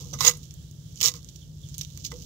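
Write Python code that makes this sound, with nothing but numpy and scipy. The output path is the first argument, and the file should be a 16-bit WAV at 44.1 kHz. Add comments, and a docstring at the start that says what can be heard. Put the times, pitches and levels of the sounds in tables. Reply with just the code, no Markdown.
"""Outdoors, microphones close to an upright steel blade: a fish is pushed against its edge.
Two hard strokes break scales in dense random clicks that ring the blade's modes; the first ends in a squeal,
a wavering sine. Around them wet fingers crackle softly, scales and slime tick as short noise bursts,
and the fish bumps the steel dully. Far off an engine thuds in coloured pulses and a bird chirps in
falling tones, over low rumble and thin hiss made of coloured noise."""
import sys
import numpy as np
from scipy import signal
from scipy.fft import rfft, irfft
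from scipy.io import wavfile
from scipy.ndimage import uniform_filter1d

SR = 44100
rng = np.random.default_rng(int(sys.argv[2]) if len(sys.argv) > 2 else 0)


def inscribe(sig):
    """Save sig as 16-bit PCM at rate SR to the path in sys.argv[1].

    A 1-D sig is mono; a 2-D sig holds one channel per row.
    Samples are clipped to [-1, 1] before scaling.
    """
    pcm = np.round(np.clip(np.atleast_2d(sig).T, -1, 1) * 32767)
    wavfile.write(sys.argv[1], SR, pcm.astype(np.int16))


N = 99225


def amp(db):
    """Decibels to gain."""
    return 10 ** (np.asarray(db) / 20)


def unit(x):
    """Scale to an rms of 1."""
    return x / np.sqrt(np.mean(x ** 2))


def unit_energy(x):
    """Scale to an energy of 1."""
    return x / np.sqrt(np.sum(x ** 2))


def times():
    """The time of every sample in seconds."""
    return np.arange(N) / SR


def curve(rows):
    """Gain along (time_s, level_db) points, silent outside them."""
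    s, db = np.array(rows).T
    return amp(np.interp(times(), s, db, left=-np.inf, right=-np.inf))


def through(x, response):
    """Pass a sound through an impulse response."""
    return signal.fftconvolve(x, response)[:N]


def edge(x, hz, kind, order=2):
    """Low-pass or high-pass."""
    return signal.sosfilt(signal.butter(order, hz, kind, fs=SR, output="sos"), x)


def wander(hold_s):
    """Smooth random drift with an rms of 1, slower for a longer hold."""
    return unit(edge(rng.standard_normal(N), .5 / hold_s, "low", order=4))


def colour(points, size=8192):
    """Causal, minimum-phase response of unit energy shaped by (freq_hz, level_db) points."""
    hz, db = np.array(points).T
    f = np.maximum(np.arange(size // 2 + 1) * SR / size, 1)
    level_db = np.interp(np.log(f), np.log(hz), db)
    # folding the cepstrum forward puts the energy at the start
    cepstrum = irfft(np.log(amp(level_db)))
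    cepstrum[1:size // 2] *= 2
    cepstrum[size // 2 + 1:] = 0
    return unit_energy(irfft(np.exp(rfft(cepstrum))))


def noise(points):
    """Steady noise of the given colour."""
    return unit(through(rng.standard_normal(N), colour(points)))


def crackle(per_s, spread_db, size=1024):
    """Dense clicks of uneven size and random sign, evened to a steady mean level."""
    sizes = amp(spread_db * np.minimum(rng.exponential(size=N), 4))
    hits = rng.random(N) < per_s / SR
    clicks = hits * sizes * np.sign(rng.standard_normal(N))
    local_power = np.abs(uniform_filter1d(clicks ** 2, size))
    return clicks / np.sqrt(local_power + 1e-9)


def bursts(rows, tail_db, size=8192):
    """A click with a decaying noise tail for each (start_s, level_db, decay_s) row."""
    out, t = np.zeros(N + size), np.arange(size) / SR
    # the level is the rms of the burst's energy spread over 1.5 ms
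    span = np.sqrt(.0015 * SR)
    grits = rng.standard_normal((len(rows), size))
    for (s, db, decay_s), grit in zip(rows, grits):
        burst = amp(tail_db) * grit * np.exp(-t / decay_s)
        burst[0] = 4  # the click itself
        i = int(np.clip(s * SR, 0, N - 1))
        out[i:i + size] += amp(db) * span * unit_energy(burst)
    return out[:N]


def scraping():
    """Scales crackle and snap, heard directly and through the blade."""
    # force of the two strokes: time_s, level_db
    first_force = [(.186, -44.5), (.204, -41), (.211, -32.5), (.244, -25.5), (.268, -22.5), (.281, -20.5),
                   (.298, -27), (.322, -46), (.37, -59.5)]
    second_force = [(.995, -49), (1.012, -35.5), (1.026, -32.5), (1.04, -19), (1.058, -25), (1.083, -21),
                    (1.094, -34), (1.114, -38), (1.128, -52)]
    # colour of a breaking scale at each microphone: freq_hz, level_db
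    left_colour = [(100, -14.5), (300, -19.5), (1000, -39.5), (1700, -0.5), (2300, 11.5), (5000, 6.5),
                   (8000, 7), (12000, 5), (16000, -3.5)]
    right_colour = [(100, -37.5), (450, -43), (680, -52), (1500, -21), (2020, -21), (2450, -16), (3050, -6),
                    (4800, -4), (5900, 2.5), (7100, -1.5), (7700, -7.5), (8600, -18.5), (10800, -26),
                    (12800, -12), (16000, -16)]

    first, second, bump = stroke(first_force), stroke(second_force), bumps()
    single = snaps()
    grip = edge(rubs(), 2500, "high", order=5)
    slime = ticks()
    scales = first + second + single + grip + slime

    # how strongly each contact drives the steel
    push = amp(-2) * first + amp(-14.5) * second + amp(-25) * single
    push = push + amp(-31.5) * grip + amp(10.5) * bump
    body = squeal() + blade(push) + amp(-28) * bump  # last, the direct thud

    # the first stroke faces left; every grain flies its own way
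    grain_scatter = unit(1 + wander(0.00039))
    leftward = (amp(6.5) * first + second + single + grip + slime) * grain_scatter
    left = amp(-17.5) * through(leftward, colour(left_colour)) + body[0]
    right = amp(0.5) * through(scales, colour(right_colour)) + body[1]
    right_lag_s = .00014
    right = np.pad(right, (int(right_lag_s * SR), 0))[:N]
    return np.array([nearby(left, 2), nearby(right, -10.5)])


def stroke(force):
    """Scales break in uneven clusters as the edge catches and slips over their rows."""
    catch_s, catch_db = 0.003, 3
    catching = amp(catch_db * np.clip(wander(catch_s), -2, 2))
    grains = crackle(per_s=3000, spread_db=3)
    return curve(force) * unit(grains * catching)


def snaps():
    """Single scales snap free, each a click with a tearing noise tail."""
    # snaps, levels before the gain below: start_s, level_db, tearing_decay_s
    snap_rows = [(.189, -34, 0.0042), (.207, -12, 0.0061), (.2487, -11, 0.0015), (.2517, -14, 0.0006),
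                 (.265, -11.5, 0.005), (.271, -8.5, 0.00043), (.287, -13.5, 0.0013), (.311, -22.5, 0.0015),
                 (.509, -39, 0.00011), (.5135, -51, 0.0002), (.925, -45.5, .0003), (.9585, -39, 0.00017),
                 (1.005, -25, 0.00068), (1.0124, -14.5, 0.00012), (1.0167, -9, 0.00023),
                 (1.0296, -11, 0.0016), (1.0365, -23, 0.00042), (1.0533, -12, 0.00044),
                 (1.0586, -6.5, 0.00089), (1.0647, -15, 0.00029), (1.0743, -20, 0.00038),
                 (1.0767, -13.5, 0.00076), (1.0817, -20.5, 0.00087), (1.0903, -23, 0.0011),
                 (1.084, -14, 0.00092), (1.139, -30, 0.0013), (1.230, -43, 0.00019),
                 (1.246, -39.5, 0.00034), (1.288, -41, 0.00077), (1.3595, -40.5, 0.0004),
                 (1.688, -41.5, .0003), (1.695, -42.5, 0.00037), (1.743, -34.5, 0.0018),
                 (1.7895, -30.5, 0.00085), (1.8115, -22.5, 0.0018), (1.816, -25.5, 0.00033),
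                 (1.849, -32, 0.00041), (1.903, -42.5, 0.0009), (1.975, -29.5, 0.00067),
                 (2.052, -26.5, 0.0011), (2.141, -37, 0.00035), (2.1625, -41, .0003),
                 (2.222, -36.5, 0.00071)]
    return amp(1) * bursts(snap_rows, tail_db=5)


def blade(push):
    """The steel's modes ring briefly, damped and detuned by the sliding fish."""
    # modes, frequency before detuning: freq_hz, t60_s, left_db, right_db
    modes = [(487.4, 0.15, -26, -15.5), (976, 0.021, -30, -46), (1078, 0.074, -29, -16.5),
             (1215, 0.017, -15.5, -11), (1502, 0.014, -24, -17.5), (2040, 0.015, -13.5, -6.5),
             (2740, 0.024, -24, -8.5), (3940, 0.0075, -31, -2.5), (5040, 0.016, -28, -4.5),
             (6690, 0.04, -26, 1), (14200, .015, -25.5, -12)]
    detune_share, detune_hold_s = .015, 0.012
    out = 0
    for hz, t60, left_db, right_db in modes:
        mode_hz = hz * (1 + detune_share * wander(detune_hold_s))
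        turn = np.exp(2j * np.pi * np.cumsum(mode_hz) / SR)
        keep = np.exp(-np.log(1000) / (t60 * SR))  # decay per sample
        # shift the mode to 0 Hz, let it decay there, and shift it back
        swing = signal.lfilter([np.sqrt(2 * (1 - keep ** 2))], [1, -keep], push / turn)
        ring = np.real(turn * swing)
        out = out + amp([[left_db], [right_db]]) * ring
    return out


def squeal():
    """The edge sticks and slips for a moment: clean squeals up high, rough groans lower down."""
    # squeals and groans, left_db relative to the right:
    # middle_s, half_length_s, mean_pitch_hz, level_db, left_db, pitch_waver_share
    squeal_rows = [(0.135, 0.0073, 602, -44, -2.5, 0.42), (.139, 0.0057, 6070, -29, -14.5, 0.044),
                   (0.2108, 0.0035, 1057, -22, -10.5, .06), (0.2797, .0051, 6573, -6.5, -24.5, 0.011),
                   (0.292, .008, 6670, -17, -25, .01), (2.052, 0.0023, 5130, -27.5, -9, .02),
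                   (2.056, 0.0094, 6592, -35.5, -9, 0.0095)]
    waver, out = wander(0.00054), 0
    for s, half_s, hz, db, left_db, share in squeal_rows:
        swell = np.exp(-((times() - s) / half_s) ** 4)
        pitch_hz = hz * (1 + share * waver)
        tone = unit(np.sin(2 * np.pi * np.cumsum(pitch_hz) / SR))
        out = out + amp([[left_db], [0]]) * amp(db) * swell * tone
    return out


def bumps():
    """Soft flesh pushes the blade: noise blows without treble."""
    # bumps, level before the low-pass: start_s, level_db, contact_decay_s, upper_edge_hz
    bump_rows = [(.005, -34, 0.083, 604), (.138, -36, 0.016, 1290), (.208, -26.5, 0.0029, 1550),
                 (.249, -26, 0.0018, 1390), (0.336, -48.5, 0.035, 1360), (1.142, -44.5, 0.024, 1740),
                 (2.118, -40.5, 0.0018, 2200), (2.123, -25, 0.027, 427)]
    out = 0
    for s, db, contact_s, hz in bump_rows:
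        blow = bursts([(s, db, contact_s)], tail_db=-6.5)
        out = out + edge(blow, hz, "low", order=3)
    return out


def rubs():
    """Soft crackle of the wet grip, swelling quickly and fading with each rub."""
    # steady wet handling: time_s, level_db
    handling = [(0, -48.5), (.17, -46), (.4, -53.5), (.6, -63.5), (.88, -58.5), (1.0, -50), (1.22, -60),
                (1.39, -54.5), (1.5, -61), (1.68, -53), (1.9, -51.5), (2.15, -51), (2.25, -46)]
    # light rubs of fish and fingers: peak_s, fade_s, level_db
    rub_rows = [(.002, 0.031, -39), (0.137, 0.0099, -32), (0.354, 0.0026, -40), (0.431, 0.027, -44.5),
                (0.969, 0.032, -43), (1.155, 0.019, -37), (1.291, 0.0055, -40.5), (1.747, 0.0052, -39),
                (1.794, 0.0058, -36.5), (1.813, 0.0038, -34.5), (1.835, 0.006, -37), (1.998, 0.022, -44.5),
                (2.049, 0.002, -25.5), (2.065, 0.0078, -30), (2.119, 0.0016, -30.5), (2.18, 0.044, -53)]
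    rise_s = 0.0045
    t, power = times(), curve(handling) ** 2
    for s, fade_s, db in rub_rows:
        swell = np.exp(-np.maximum((s - t) / rise_s, (t - s) / fade_s))
        power = power + (amp(db) * swell) ** 2
    return np.sqrt(power) * crackle(per_s=1100, spread_db=2)


def ticks():
    """Films of slime part with tiny bright clicks, high-passed noise bursts."""
    # ticks, level before the high-pass and gain: start_s, level_db
    tick_rows = [(.372, -40.5), (.540, -42.5), (0.712, -46), (1.362, -42.5), (1.417, -55), (1.7816, -27)]
    decay_s = .0002
    clicks = bursts([(s, db, decay_s) for s, db in tick_rows], tail_db=6)
    return amp(11) * edge(clicks, 8100, "high")


def nearby(x, db):
    """Quick scattered reflections from hands, body and ground: a short noise tail."""
    t60_s, rise_s = 0.045, 0.0012
    t = times()[:N // 8]
    fade = np.exp(-np.log(1000) * t / t60_s)
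    tail = rng.standard_normal(len(t)) * fade * (1 - np.exp(-t / rise_s))
    return x + amp(db) * through(x, unit_energy(tail))


def engine():
    """A far single-cylinder engine: one thud a firing, with scattered echoes."""
    # running of the engine: time_s, firings_per_s, level_db
    running = [(0, 15.3, -42), (0.221, 15.54, -38), (.28, 13.85, -44.5), (1.199, 14.2, -47),
               (1.452, 14.2, -47), (1.6, 13.3, -42.5), (2.25, 12.6, -44)]
    # exhaust colour: freq_hz, level_db
    exhaust = [(30, -28), (56, -4.5), (75, -7), (98, -2.5), (122, -6.5), (141, 7.5), (157, 1.5),
               (180, -24.5), (260, -25), (450, -45), (1500, -95)]
    first_firing_s, jitter_s, scatter_db = 0.0198, 0.0006, 0.27
    echo_decay_s, echo_db = 0.05, -4

    s, rate, db = np.array(running).T
    turns = np.cumsum(np.interp(times(), s, rate)) / SR - first_firing_s * rate[0]
    firings = np.flatnonzero(np.diff(np.floor(turns)))
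    pulses = np.zeros(N)
    for i, (late, loud) in zip(firings, rng.standard_normal((N // 1000, 2))):
        at = int(np.clip(i + jitter_s * late * SR, 0, N - 1))
        pulses[at] = amp(scatter_db * loud)

    t = times()[:N // 12]
    echo_tail = unit_energy(rng.standard_normal(len(t)) * np.exp(-t / echo_decay_s))
    echoes = through(pulses, echo_tail)
    thuds = through(pulses + amp(echo_db) * echoes, colour(exhaust))
    return amp(np.interp(times(), s, db)) * unit(thuds)


def bird():
    """Short falling chirps of a far bird, blurred by the distance, weaker on the left."""
    # chirps: middle_s, level_db
    chirp_rows = [(1.425, -56.5), (1.643, -53.5)]
    middle_hz, fall_hz_per_s, half_s, blur_hz = 3400, 10100, 0.029, 500
    out = 0
    for s, db in chirp_rows:
        t = times() - s
        phase = 2 * np.pi * (middle_hz - fall_hz_per_s * t / 2) * t
        swell = np.exp(-(t / half_s) ** 2)
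        tone = unit(wander(1 / blur_hz) * np.sin(phase))
        out = out + amp(db) * swell * tone
    return amp([[-19], [0]]) * out


def outdoors():
    """Low rumble, nearly the same on both sides, under a thin drifting hiss."""
    # spectra of the open air: freq_hz, level_db
    rumble_colour = [(20, -23), (40, -12.5), (60, 4), (120, 0.5), (155, 3.5), (185, -5.5), (270, -13.5),
                     (400, -20), (600, -26.5), (850, -39), (2000, -50), (4000, -45.5)]
    hiss_left = [(200, -6), (1200, 6.5), (1700, 9), (2600, -3.5), (3800, 10.5), (6500, -15), (8100, 16.5),
                 (9200, -7.5), (10500, 17.5), (13000, -6), (16000, 15.5)]
    hiss_right = [(200, -12), (1000, -16.5), (2500, -16.5), (3200, 1), (4400, -4.5), (5900, -2.5),
                  (7400, -2), (8700, -25.5), (11500, -17), (15500, -12.5)]
    # level of the rumble common to both sides: time_s, level_db
    rumble_level = [(0, -43.5), (.28, -43.5), (.45, -48.5), (1.2, -48.5), (1.9, -48.5), (2.25, -44)]
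    side = amp(-9) * noise(rumble_colour) * np.array([[1], [-1]])
    rumble = noise(rumble_colour) + side
    drift = amp(2 * wander(0.11))  # 2 dB rms
    hiss = np.array([amp(-60.5) * noise(hiss_left), amp(-57) * noise(hiss_right)])
    return curve(rumble_level) * rumble + drift * hiss


def scene():
    """The scraping in front of the engine, a bird and the open air."""
    return scraping() + engine() + bird() + outdoors()


def record(dry):
    """The recorder clips the loudest peaks and cuts the top."""
    top_hz = 15700
    low_pass = signal.ellip(12, .1, 80, top_hz, fs=SR, output="sos")
    return signal.sosfilt(low_pass, np.clip(dry, -.9, .9))


dry = scene()
out = record(dry)
inscribe(out)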